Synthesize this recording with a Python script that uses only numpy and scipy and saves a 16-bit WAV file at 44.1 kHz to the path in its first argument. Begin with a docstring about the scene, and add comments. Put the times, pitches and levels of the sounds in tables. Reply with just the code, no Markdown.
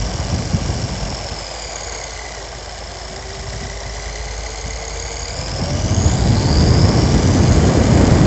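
"""Remote-control car, heard on board

A small electric car with a camera on its body drives along asphalt: it slows, turns round and speeds
away. Its off-centre gears whine and chatter through the chassis resonances over the hum of the motor.
The tyres roar, the body shell shakes, and at speed a rumble of road and air overloads the microphone."""
import sys
import numpy as np
from scipy.fft import rfft, irfft, next_fast_len
from scipy.io import wavfile
from scipy.ndimage import map_coordinates

SR = 44100
rng = np.random.default_rng(int(sys.argv[2]) if len(sys.argv) > 2 else 0)


def file_out(sig):
    """Save sig as 16-bit WAV at sys.argv[1]."""
    # one column per channel
    cols = np.atleast_2d(sig).T
    # limit, then scale
    lim = np.clip(cols, -1, 1)
    pcm = np.round(lim * 32767).astype(np.int16)
    wavfile.write(sys.argv[1], SR, pcm)


N = 364266

# Overtones of the tooth mesh: harmonic, level_db, swing_db (each pinion turn), tight_spot_turns
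MESH_OVERTONES = [(1, -3, 5, .42), (2, -3, 6, .25), (3, -4, 9, .38)]
# How hard the gears are driven: time_s, level_db
GEAR_LOAD = [(0, -33.5), (1.4, -33.5), (2.2, -35), (2.6, -41.5), (4.1, -34.5), (4.9, -35), (6.1, -28),
             (6.3, -27.5), (6.55, -24.5), (7.0, -30), (7.4, -30.5), (7.8, -44), (8.26, -41)]
def gears(turns, rasp_db, rattle_db):
    """Teeth mesh harder once a turn of each wheel, so the whine comes in rapid falling chirps."""
    pinion_teeth, spur_teeth = 29, 64
    spur_phase = 2 * np.pi * turns * pinion_teeth / spur_teeth
    pressure_db = 5 * np.cos(spur_phase)
    # off-centre wheels and backlash push each tooth early or late
    off_centre = .17 * np.cos(2 * np.pi * (turns - .31)) + .07 * np.sin(spur_phase)
    backlash = .11 * wobble(200) + .2 * wobble(35)
    teeth = pinion_teeth * turns + off_centre + backlash
    whine = np.zeros(N)
    for harmonic, level_db, swing_db, tight_spot in MESH_OVERTONES:
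        # loose bearings make every chirp a little different
        play_db = 4.5 * np.tanh(wobble(130))
        chatter = .9 / np.sqrt(harmonic) * wobble(600)
        contact = unit(amp(pressure_db + play_db + swing_db * np.cos(2 * np.pi * (turns - tight_spot))))
        whine += amp(level_db) * contact * np.sqrt(2) * np.sin(2 * np.pi * harmonic * teeth + chatter)
    # the flanks scrape as they slide
    scrape = unit(amp(pressure_db / 2 + 4 * np.cos(2 * np.pi * (turns - .27))))
    rasp = amp(rasp_db) * scrape * rng.standard_normal(N)
    # once a turn the play is taken up with a tick that rings the gearbox
    ticks = np.diff(np.floor(turns - .12), prepend=-1) * amp(pressure_db + rng.uniform(-3, 3, N))
    rattle = amp(rattle_db) * unit(filtered(ticks, lambda f: ring(f, hz=4780, width_hz=600) ** 2))
    load = amp(curves(GEAR_LOAD)[0])
    return filtered(load * (whine + rasp + rattle), lambda f: chassis(f, geared=True))


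# Resonances that colour the gears and the grit: pitch_hz, width_hz, road_gain_db, gear_gain_db
CHASSIS_MODES = [(1604, 245, 0.5, -8.5), (2034, 163, -4.5, 1), (2290, 290, -2, -10), (3000, 440, -4, -11.5),
                 (3490, 640, -5.5, -14.5), (4247, 440, -3, -14.5), (4846, 286, 1, -0.5),
                 (5180, 190, -5, 1.5), (5420, 160, -8, 1), (5944, 330, -4.5, -1.5), (6615, 245, -1, 7),
                 (7300, 110, 0, -16)]
def chassis(f, geared=False):
    """The plastic chassis rings to road or gears and damps the top treble, more so for the gears."""
    modes = sum(amp(gear_db if geared else road_db) * ring(f, hz, width_hz)
                for hz, width_hz, road_db, gear_db in CHASSIS_MODES)
    cutoff_hz = 7450 if geared else 7950
    return modes / (1 + (f / cutoff_hz) ** 30)


# Fader curve of the motor hum: time_s, level_db
HUM_LEVEL = [(0, -47), (2.2, -45), (2.8, -50), (3.3, -41.5), (5.3, -41.5), (5.7, -34), (6.7, -38),
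             (7.4, -50)]
def motor(turns):
    """The magnets tug six times a turn: a slightly unsteady hum and its octave."""
    phase = 2 * np.pi * 6 * turns + .5 * wobble(45)
    level_db = curves(HUM_LEVEL)[0] + 2.5 * wobble(25)
    return amp(level_db) * np.sqrt(2) * (np.sin(phase) + amp(-14.5) * np.sin(2 * phase))


# Tone of the tread on asphalt: frequency_hz, level_db
TREAD_SPECTRUM = [(150, -28.5), (290, -11.5), (450, -3.5), (690, 1.5), (900, -5), (1030, -7.5),
                  (1170, -7.5), (1330, -19.5), (2000, -14), (2600, -21.5), (4000, -59)]
# Coarse patches that swell the roar: peak_s, level_db
COARSE_PATCHES = [(0.2, -34), (0.6, -34), (1.1, -38), (1.95, -33.5), (5.6, -32.5), (6.05, -29.5),
                  (6.9, -26), (7.78, -32), (8.0, -25.5)]
def tyres(speed, patter_db, crackle_db):
    """Tread drums on the asphalt, and its grit keeps the chassis rattling; both grow with speed."""
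    cruise_turns_per_s = 100
    doublings = np.log2(speed / cruise_turns_per_s)
    roar_level = np.hypot(amp(-31.5 + 5.5 * doublings), swells(COARSE_PATCHES, rise_s=.19, decay_s=.11))
    drumming = roar_level * unit(noise(TREAD_SPECTRUM) * amp(patter_db * wobble(70)))
    crackle = rng.standard_normal(N) * amp(crackle_db * wobble(900))
    grit = amp(-33.5 + 4 * doublings) * unit(filtered(crackle, chassis))
    return drumming + grit


# Steady bed of shell shake: time_s, level_db
SHAKE_LEVEL = [(0, -28), (0.7, -27), (1.5, -32.5), (2.9, -33), (4.1, -25), (5.3, -29), (8.26, -24.5)]
# Lurches that set the shell swinging: peak_s, level_db
SHELL_LURCHES = [(0.02, -17), (0.7, -25), (1.04, -19), (3.4, -28), (5.96, -16), (6.57, -18), (7.0, -17),
                 (7.14, -27), (7.52, -14)]
def body_shell(pitch_hz, gain_db, judder_db):
    """The road keeps the shell shaking at its lowest resonance, with an uneven judder just above."""
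    phase = 2 * np.pi * pitch_hz * np.arange(N) / SR + .5 * wobble(6)
    judder = amp(judder_db) * noise([(40, -36.5), (58, 2), (78, 6.5), (110, -8), (160, -20.5), (300, -65)])
    swing = np.hypot(amp(curves(SHAKE_LEVEL)[0]), swells(SHELL_LURCHES, rise_s=.056, decay_s=.07))
    return swing * amp(gain_db + wobble(12)) * (np.sqrt(2) * np.sin(phase) + judder)


# Dark tone of the buffeting: frequency_hz, level_db
BUFFET_SPECTRUM = [(25, -28), (38, -14.5), (52, -2.5), (80, 2), (130, 1), (200, -7.5), (320, -15.5),
                   (500, -24), (900, -37.5), (2000, -50.5), (5000, -67.5)]
# Brighter tone of the eddies: frequency_hz, level_db
EDDY_SPECTRUM = [(25, -23), (38, -17), (52, -6), (90, 4.5), (140, -3), (200, -2.5), (320, -6.5), (500, -13),
                 (900, -28), (2000, -31), (5000, -71)]
# Bed of rumble between the bumps: time_s, level_db
RUMBLE_BED = [(0, -25.5), (0.7, -23), (1.05, -27), (1.55, -42.5), (2.7, -41.5), (3.4, -36), (4.5, -41),
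              (5.3, -37), (5.55, -23.5), (6.0, -17), (6.8, -11.5), (7.2, -13.5), (8.26, -10)]
# Thuds from bumps in the asphalt: peak_s, level_db
ROAD_BUMPS = [(0.045, -29), (0.195, -23), (0.335, -16), (0.425, -21), (0.545, -18), (0.695, -16),
              (0.83, -21.5), (1.07, -24.5), (1.33, -25), (2.91, -33), (3.11, -28), (3.56, -28),
              (3.625, -20.5), (3.88, -33), (4.67, -31), (5.6, -14.5)]
def rumble(speed, lumps_db, flutter_db):
    """Road and air buffet, with a thud at each bump; with speed, smaller, brighter eddies take over."""
    eddy_share = (speed / speed.max()) ** 2
    buffet = amp(lumps_db * wobble(45)) * np.sqrt(1 - eddy_share) * noise(BUFFET_SPECTRUM)
    eddies = amp(flutter_db * wobble(110)) * np.sqrt(eddy_share) * noise(EDDY_SPECTRUM)
    level = np.hypot(amp(curves(RUMBLE_BED)[0]), swells(ROAD_BUMPS, rise_s=.025, decay_s=.034))
    return level * (buffet + eddies)


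def amp(db):
    """Decibels to gain."""
    return 10 ** (np.asarray(db) / 20)


def unit(x):
    """x scaled to rms 1."""
    return x / np.sqrt(np.mean(x ** 2) + 1e-20)


def curves(rows):
    """One value per sample for each column after the time."""
    times_s, *columns = np.transpose(rows)
    return [np.interp(np.arange(N) / SR, times_s, column) for column in columns]


def swells(rows, rise_s, decay_s):
    """Envelope of (peak_s, level_db) events that each swell to their peak and die away."""
    t = np.arange(N) / SR
    power = np.zeros(N)
    for peak_s, level_db in rows:
        attack = np.clip(1 + (t - peak_s) / rise_s, 0, 1)
        power += (amp(level_db) * attack * np.exp(-np.abs(t - peak_s) / decay_s)) ** 2
    return np.sqrt(power)


def wobble(rate):
    """A smooth random curve, rate knots a second."""
    knots = rng.standard_normal(int(N * rate / SR) + 4)
    return map_coordinates(knots, [np.arange(N) * rate / SR])


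def filtered(x, response):
    """x through a filter given as a complex response of frequency."""
    size = next_fast_len(N + SR // 2)
    return irfft(rfft(x, size) * response(np.fft.rfftfreq(size, 1 / SR)), size)[:N]


def noise(spectrum):
    """Noise of rms 1 coloured by (frequency_hz, level_db) points."""
    hz, db = np.transpose(spectrum)
    white = rng.standard_normal(N)
    return unit(filtered(white, lambda f: amp(np.interp(np.log(f + 1), np.log(hz), db))))


def ring(f, hz, width_hz):
    """Response of one resonance."""
    return 1j * f * width_hz / (hz * hz - f * f + 1j * f * width_hz)


# The motor eases off for the turn, then winds up: time_s, speed_turns_per_s
MOTOR_SPEED = [(0, 96.5), (0.35, 97.8), (0.88, 95), (1.26, 92), (1.65, 82), (1.96, 76.7), (2.6, 61.8),
               (3.04, 61.5), (3.22, 64.5), (3.92, 67.1), (4.3, 72), (5.16, 77.3), (5.56, 89.9),
               (5.94, 106.9), (6.1, 119.9), (6.28, 137), (6.78, 177), (7.72, 233.5), (8.26, 258)]
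def scene():
    """One motor speed drives gears, hum, tyres and air."""
    speed, = curves(MOTOR_SPEED)
    turns = np.cumsum(speed) / SR
    drive = gears(turns, rasp_db=-3.5, rattle_db=-9.5) + motor(turns)
    road = tyres(speed, patter_db=1.24, crackle_db=3.5)
    shake = body_shell(pitch_hz=52.24, gain_db=-3.5, judder_db=-5)
    return (drive + road + shake + rumble(speed, lumps_db=2, flutter_db=2.43))[None]


def record(dry):
    """The microphone softly flattens the highest peaks; the camera cuts all above its band limit."""
    ceiling, knee, cutoff_hz = .75, 6, 8450
    overloaded = dry[0] / (1 + np.abs(dry[0] / ceiling) ** knee) ** (1 / knee)
    return filtered(overloaded, lambda f: 1 / (1 + (f / cutoff_hz) ** 120))[None]


dry = scene()
out = record(dry)
file_out(out)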